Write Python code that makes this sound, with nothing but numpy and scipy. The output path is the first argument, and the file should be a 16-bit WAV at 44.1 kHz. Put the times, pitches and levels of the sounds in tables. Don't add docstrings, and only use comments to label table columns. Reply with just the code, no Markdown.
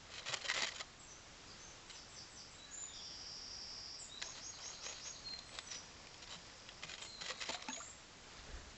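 import sys
import numpy as np
from scipy import signal
from scipy.fft import rfft, irfft, next_fast_len
from scipy.io import wavfile
from scipy.ndimage import uniform_filter1d

SR = 44100
rng = np.random.default_rng(int(sys.argv[2]) if len(sys.argv) > 2 else 0)


def pcm_store(signal):
    levels = np.round(np.clip(np.atleast_2d(signal), -1, 1) * 32767)
    wavfile.write(sys.argv[1], SR, levels.astype(np.int16).T)


N = 386757
TIME = np.arange(N) / SR

# delay/s, length/s, start f/Hz, end f/Hz, relative level/dB, buzz depth/Hz
CHIP = [(0, .07, 7870, 7320, -8.5, 258), (0.062, .028, 6160, 5900, -1.5, 60),
        (0.075, .049, 5400, 4950, 1, 650)]
BUZZ = [(0, 0.0664, 5330, 5110, 0, 650)]
UPSWEEP = [(0, 0.06, 4840, 5875, -.5, 542), (.033, .06, 6320, 6680, -1, 90.8),
           (.121, .046, 4850, 4100, -5, 480)]


def amp(db):
    return 10 ** (np.asarray(db) / 20)


def unit(x):
    return x / np.sqrt(np.mean(x ** 2) + 1e-20)


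def level(curve):
    return amp(np.interp(TIME, *np.transpose(curve)))


def add(mix, s, sound):
    part = mix[max(round(s * SR), 0):][:len(sound)]
    part += sound[:len(part)]


def colour(x, points):
    hz, db = np.transpose(points)
    size = next_fast_len(len(x))
    log_hz = np.log(np.fft.rfftfreq(size, 1 / SR) + 1)
    gain = amp(np.interp(log_hz, np.log(hz), db))
    return irfft(rfft(x, size) * gain, size)[:len(x)]


def grains(length, per_s, spread_db):
    sizes = amp(spread_db * np.minimum(rng.exponential(1, length), 4))
    signs = rng.choice([-1, 1], length)
    return sizes * signs * (rng.random(length) < per_s / SR)


def wash(wash_db=-58.45, swell_db=0.82):
    # f/Hz, relative density/dB per Hz
    spectrum = [(12, -17), (20, -3), (53, -7), (70, -5), (146, -9), (188, -10), (282, -11.5), (353, -13),
                (443, -13.5), (854, -14), (921, -14), (2010, -16.5), (5110, -17.5), (7450, -19.5),
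                (8240, -34), (10700, -62), (18100, -120)]
    swell = np.zeros(N)
    for f in np.geomspace(.3, 9, num=12):
        swell += np.sin(2 * np.pi * (f * TIME + rng.random())) / np.sqrt(f)
    noise = unit(colour(rng.standard_normal(N), spectrum))
    return amp(wash_db) * noise * amp(swell_db * unit(swell))


def bubble(hz, t60, rise):
    t = np.arange(int(t60 * SR) + 2) / SR
    turns = np.cumsum(hz * 2 ** (rise * t)) / SR
    decay = 1000 ** (-t / t60)
    onset = 1 - np.exp(-t * hz * 2)
    return np.sin(2 * np.pi * turns) * decay * onset


def stirring(attack_s=0.11, release_s=.13, calm_db=-69):
    # t/s, length/s, level/dB
    stirs = [(.17, 0.52, -57), (2.499, 0.41, -69.5), (4.3, 0.64, -64), (5.6, 1.1, -66.5),
             (7.346, 0.39, -55.5), (8.333, 0.068, -60.5)]
    power = amp(calm_db) ** 2
    for s, length, db in stirs:
        before = np.maximum(s - TIME, 0)
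        after = np.maximum(TIME - s - length, 0)
        gain = amp(db) * np.exp(-before / attack_s - after / release_s)
        power = power + gain ** 2
    return np.sqrt(power)


def trickle(per_s=45, cycles=12, spread_db=3.0, low_hz=450, high_hz=7000, tilt=0.69):
    out = np.zeros(N)
    for hz in np.geomspace(low_hz, high_hz, num=40):
        t60 = cycles * rng.uniform(0.34, 2.4) / hz
        drop = bubble(hz, t60, 11) * (hz / low_hz) ** tilt
        out += signal.oaconvolve(grains(N, per_s, spread_db), drop)[:N]
    return unit(out) * stirring()


def resonate(x, hz, width):
    r = np.exp(-np.pi * width / SR)
    return 2 * signal.lfilter([1 - r], [1, -r * np.exp(2j * np.pi * hz / SR)], x).real


def wall(force, spread=0.00091, vary_db=3):
    # f/Hz, bandwidth/Hz, level/dB
    modes = [(600, 100, -11.5), (1030, 45, -11.5), (1160, 110, -11), (1937, 62, -2.5), (2034, 107, 2.5),
             (2460, 70, -6), (3207, 48, -1), (3580, 44, -9), (3990, 130, 2.5), (4360, 130, -2.5),
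             (4970, 150, -8.5), (5520, 68, -13.5), (7040, 230, -1.5)]
    # f/Hz, gain/dB
    contact = [(100, -20.5), (250, -10.5), (500, -1.5), (1000, -0.5), (1500, 1.5), (2000, -1.5),
               (3000, 4.5), (4200, -1.5), (5500, 1), (7200, -2.5), (8500, -17.5)]
    t = np.arange(SR // 200) / SR
    flutter = rng.standard_normal(len(t)) * np.exp(-t / spread)
    flutter = irfft(np.exp(1j * np.angle(rfft(flutter))), len(t))
    force = np.convolve(np.pad(force, (0, SR // 20)), np.roll(flutter, SR // 2000))
    crowded = .5 * force
    ring = 0
    for hz, width, db in modes:
        a, b = rng.standard_normal(2)
        ring = ring + amp(db + vary_db * a) * resonate(force, hz * (1 + 0.018 * b), width)
    return colour(crowded + ring, contact)


def scrapes(per_s=2200, spread_db=3.5, hiss=0.26, arch=0.3, overrun=0.0052, body_db=9, uneven_db=2.0):
    # t/s, length/s, level/dB, low body from pressing down/dB (body_db adds)
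    drags = [(0.108, 0.094, -52, -16), (0.255, 0.068, -45, -6.5), (.323, 0.022, -41, -3),
             (0.359, .014, -48, -6), (.411, .013, -48.5, -24), (.436, .031, -44, -8),
             (.482, 0.036, -38, -14), (0.537, 0.013, -39.5, -12), (0.554, 0.033, -39.5, -4.5),
             (.585, 0.065, -39.5, -3.5), (0.663, 0.0079, -40, -22), (0.679, 0.011, -42, -18),
             (0.716, 0.0064, -48, -20), (0.743, 0.047, -51, -18), (0.794, .02, -43, -6.5),
             (1.895, 0.015, -51, -18), (1.918, .075, -60.5, -17), (4.22, 0.1, -60, 0.5),
             (4.35, 0.047, -54, -6), (4.572, 0.19, -57.5, -2.5), (4.821, .11, -50.5, -5.5),
             (4.934, 0.08, -59, -14), (5.043, 0.052, -54, -7), (5.514, 0.097, -55, -4.5),
             (5.698, .07, -52, -16), (6.22, 0.018, -52.5, -19), (6.291, 0.07, -51, -3.5),
             (6.824, 0.029, -49.5, -5.5), (6.866, 0.093, -53.5, -11), (6.982, 0.086, -53.5, -4.5),
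             (7.209, .014, -45.5, -10), (7.228, 0.053, -49, -9), (7.282, 0.036, -43, -10.5),
             (7.403, 0.035, -45, -20), (7.448, 0.051, -51, -12), (7.487, 0.018, -40, 3),
             (7.518, 0.036, -46, -12)]
    out = np.zeros(N)
    for s, length, db, press_db in drags:
        size = int((length + overrun) * SR)
        bumps = unit(uniform_filter1d(rng.standard_normal(SR // 2), size=300))[:size]
        stroke = np.hanning(size) ** (arch / 2)
        stroke *= amp(uneven_db * bumps)
        slips = unit(grains(size, per_s, spread_db)) + hiss * rng.standard_normal(size)
        sound = wall(stroke * slips)
        flex_db = 0.53 * (db + 46) - 0.02 * press_db
        balance = [(700, body_db + press_db), (1500, 0), (2000, flex_db),
                   (2500, 0.0085), (4200, 0.011), (6500, -2)]
        sound = colour(sound, balance)
        add(out, s, amp(db) * sound * np.sqrt(length * SR / np.sum(sound ** 2)))
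    return out


def settling(count=14, from_s=4.3, to_s=6.8, middle_db=-43, spread_db=3.5):
    when, strength = rng.random((count, 2)).T
    times = from_s + (to_s - from_s) * when
    return list(zip(times, middle_db + spread_db * (2 * strength - 1)))


def ticks(decay=0.002, chatter=.35, gain_db=10, top_db=-4, low_db=-3):
    # t/s, level/dB (gain_db adds)
    clicks = [(0.1917, -38), (0.2846, -28.5), (0.328, -28), (0.3406, -19.5), (0.4913, -28), (0.499, -21.5),
              (0.5447, -33), (0.5602, -28), (0.573, -30), (0.621, -20), (0.7198, -40), (4.2164, -30),
              (4.2233, -24), (5.2866, -39.5), (5.3353, -37), (5.3892, -32), (5.5872, -25.5), (6.0701, -38),
              (6.6888, -33.5), (6.834, -29.5), (6.894, -33.5), (6.9375, -30.5), (6.9807, -35),
              (7.0214, -33), (7.2185, -32), (7.4215, -28.5), (7.4914, -27), (7.5443, -28.5), (7.6236, -33),
              (7.6844, -28), (7.7624, -36)]
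    out = np.zeros(N)
    t = np.arange(SR // 50) / SR
    for s, db in list(clicks) + settling():
        force = chatter * rng.standard_normal(len(t)) * np.exp(-t / decay)
        force[0] += 1
        sound = colour(wall(force), [(900, low_db), (1700, 0.0072), (4000, 0), (6000, top_db)])
        add(out, s, amp(db + gain_db) * sound / np.linalg.norm(sound))
    return out


def gulps(ring_s=0.071, ring_slope=0.44, rise=1.1):
    # t/s, starting f/Hz, peak level/dB
    pockets = [(.291, 123, -46.5), (.445, 588, -47.5), (.497, 1290, -44), (.512, 1010, -42),
               (.58, 538, -44), (.622, 232, -48), (.81, 1250, -44), (4.225, 976, -52), (4.225, 1680, -44.5),
               (4.284, 1040, -50), (6.36, 168, -51.5), (6.84, 155, -52), (7.22, 179, -55), (7.3, 511, -44),
               (7.305, 1143, -44), (7.493, 657, -40.5), (7.495, 250, -49), (7.545, 714, -39.5),
               (7.685, 249, -39), (7.686, 876, -37), (7.698, 2640, -45), (7.702, 1670, -44),
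               (7.731, 3440, -39.5), (7.763, 2250, -45.5), (7.773, 665, -45), (7.803, 1180, -44),
               (7.81, 1390, -44.5)]
    out = np.zeros(N)
    for s, hz, db in pockets:
        relative_size = 1000 / hz
        t60 = ring_s * relative_size ** ring_slope
        add(out, s, amp(db) * bubble(hz, t60, rise))
    return out


def echoes(x, t60, delay):
    t = np.arange(SR) / SR
    tail = grains(SR, 2500, 2.1) * 1000 ** (-t / t60) * (t > delay)
    return signal.oaconvolve(x, tail / np.linalg.norm(tail))[:N]


def syllables(soft_start_db=-2, swell_s=0.16):
    # t/s, length/s, start f/Hz, end f/Hz, level/dB, buzz depth/Hz
    notes = [(.99, 0.038, 7700, 7340, -59.5, 100), (1.07, .067, 6250, 5950, -57, 282),
             (1.47, 0.06, 5250, 4500, -59, 220), (1.587, 0.084, 6050, 6370, -59.5, 0),
             (1.668, .033, 6050, 5730, -63, 0), (2.5, 0.068, 7850, 7360, -64.5, 260),
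             (2.578, 0.078, 3890, 3980, -56.5, 0), (2.654, .13, 1720, 1660, -68.5, 150),
             (2.705, .037, 6700, 6930, -53.5, 250), (2.729, .11, 7260, 7010, -49, 1.5),
             (2.75, 0.12, 3940, 3760, -67.5, 219), (2.875, .16, 3680, 3335, -60, 260),
             (3.027, 0.21, 3315, 3130, -65.5, 260), (3.986, 0.053, 8060, 7030, -51.5, 330),
             (4.092, 0.093, 3674, 4020, -53, 1), (5.239, 0.102, 4293, 4190, -48.5, 30),
             (5.44, 0.25, 8000, 7730, -67, 180), (5.663, 0.074, 6020, 5855, -49.5, 2),
             (5.699, 0.057, 5860, 4770, -51.5, 400), (7.006, 0.039, 8150, 6780, -55, 299),
             (7.051, 0.17, 4260, 4010, -56.5, 170), (7.241, 0.48, 4020, 3930, -61, 222),
             (7.686, .069, 6450, 6820, -50, -7), (7.761, .14, 6970, 7450, -55.5, 228)]
    # t/s, figure, repeats, period/s, level/dB
    trills = [(1.875, CHIP, 3, 0.21, -54), (2.929, BUZZ, 13, .0814, -50), (4.198, UPSWEEP, 5, .2012, -50),
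              (5.901, BUZZ, 11, 0.081, -64.5)]
    rows = list(notes)
    for s, figure, repeats, period, db in trills:
        for since in period * np.arange(round(repeats)):
            effort_db = db + soft_start_db * np.exp(-since / swell_s)
            for delay, length, start, end, part_db, buzz in figure:
                rows.append((s + since + delay, length, start, end, effort_db + part_db, buzz))
    return rows


def bird(buzz_hz=180, attack=0.0058, release=0.01, waver=.004, tremor=0.0033, swing_db=4):
    out = np.zeros(N)
    for s, length, start, end, db, buzz in syllables():
        t = np.arange(int(length * SR)) / SR
        glide = end + (start - end) * (1 - t / length) ** 1.7
        a, b = rng.standard_normal(2)
        unsteady = unit(uniform_filter1d(rng.standard_normal(SR), size=130))[:len(t)]
        buzz_rate = buzz_hz * (1 + .04 * b + 0.069 * unsteady)
        zigzag = signal.sawtooth(2 * np.pi * np.cumsum(buzz_rate) / SR, .5)
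        hz = glide * (1 + waver * a + tremor * unsteady) + buzz * zigzag
        throat = amp(-swing_db * (buzz * zigzag / 600) ** 2)
        whistle = np.sin(2 * np.pi * np.cumsum(hz) / SR)
        note = throat * whistle * np.tanh(t / attack) * np.tanh((length - t) / release)
        add(out, s, amp(db + .5 * b) * unit(note))
    return out


def handling():
    # f/Hz, gain/dB
    thud = [(20, -6.5), (60, 0.5), (100, -11), (200, -27), (480, -15.5), (800, -28.5), (1350, -28.5),
            (1700, -20.5), (2100, -32.5), (3000, -48.5)]
    # t/s, level/dB
    shifts = [(7.9, -91), (8.3, -71), (8.45, -62), (8.48, -53.5), (8.58, -51), (8.62, -57), (8.77, -67)]
    return unit(colour(rng.standard_normal(N), thud)) * level(shifts)


def scene():
    near = scrapes() + ticks() + gulps() + trickle()
    song = bird()
    banks = amp(-16) * echoes(near, t60=0.27, delay=0.0046)
    trees = amp(-0.5) * echoes(song, t60=0.5, delay=.003)
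    straight = amp(-7) * song
    return (near + banks + straight + trees + wash() + handling())[None]


def record(dry, edge_hz=8150):
    lowpass = signal.firwin(221, edge_hz, window=("kaiser", 8), fs=SR)
    return signal.oaconvolve(dry, lowpass[None], "same")


dry = scene()
out = record(dry)
pcm_store(out)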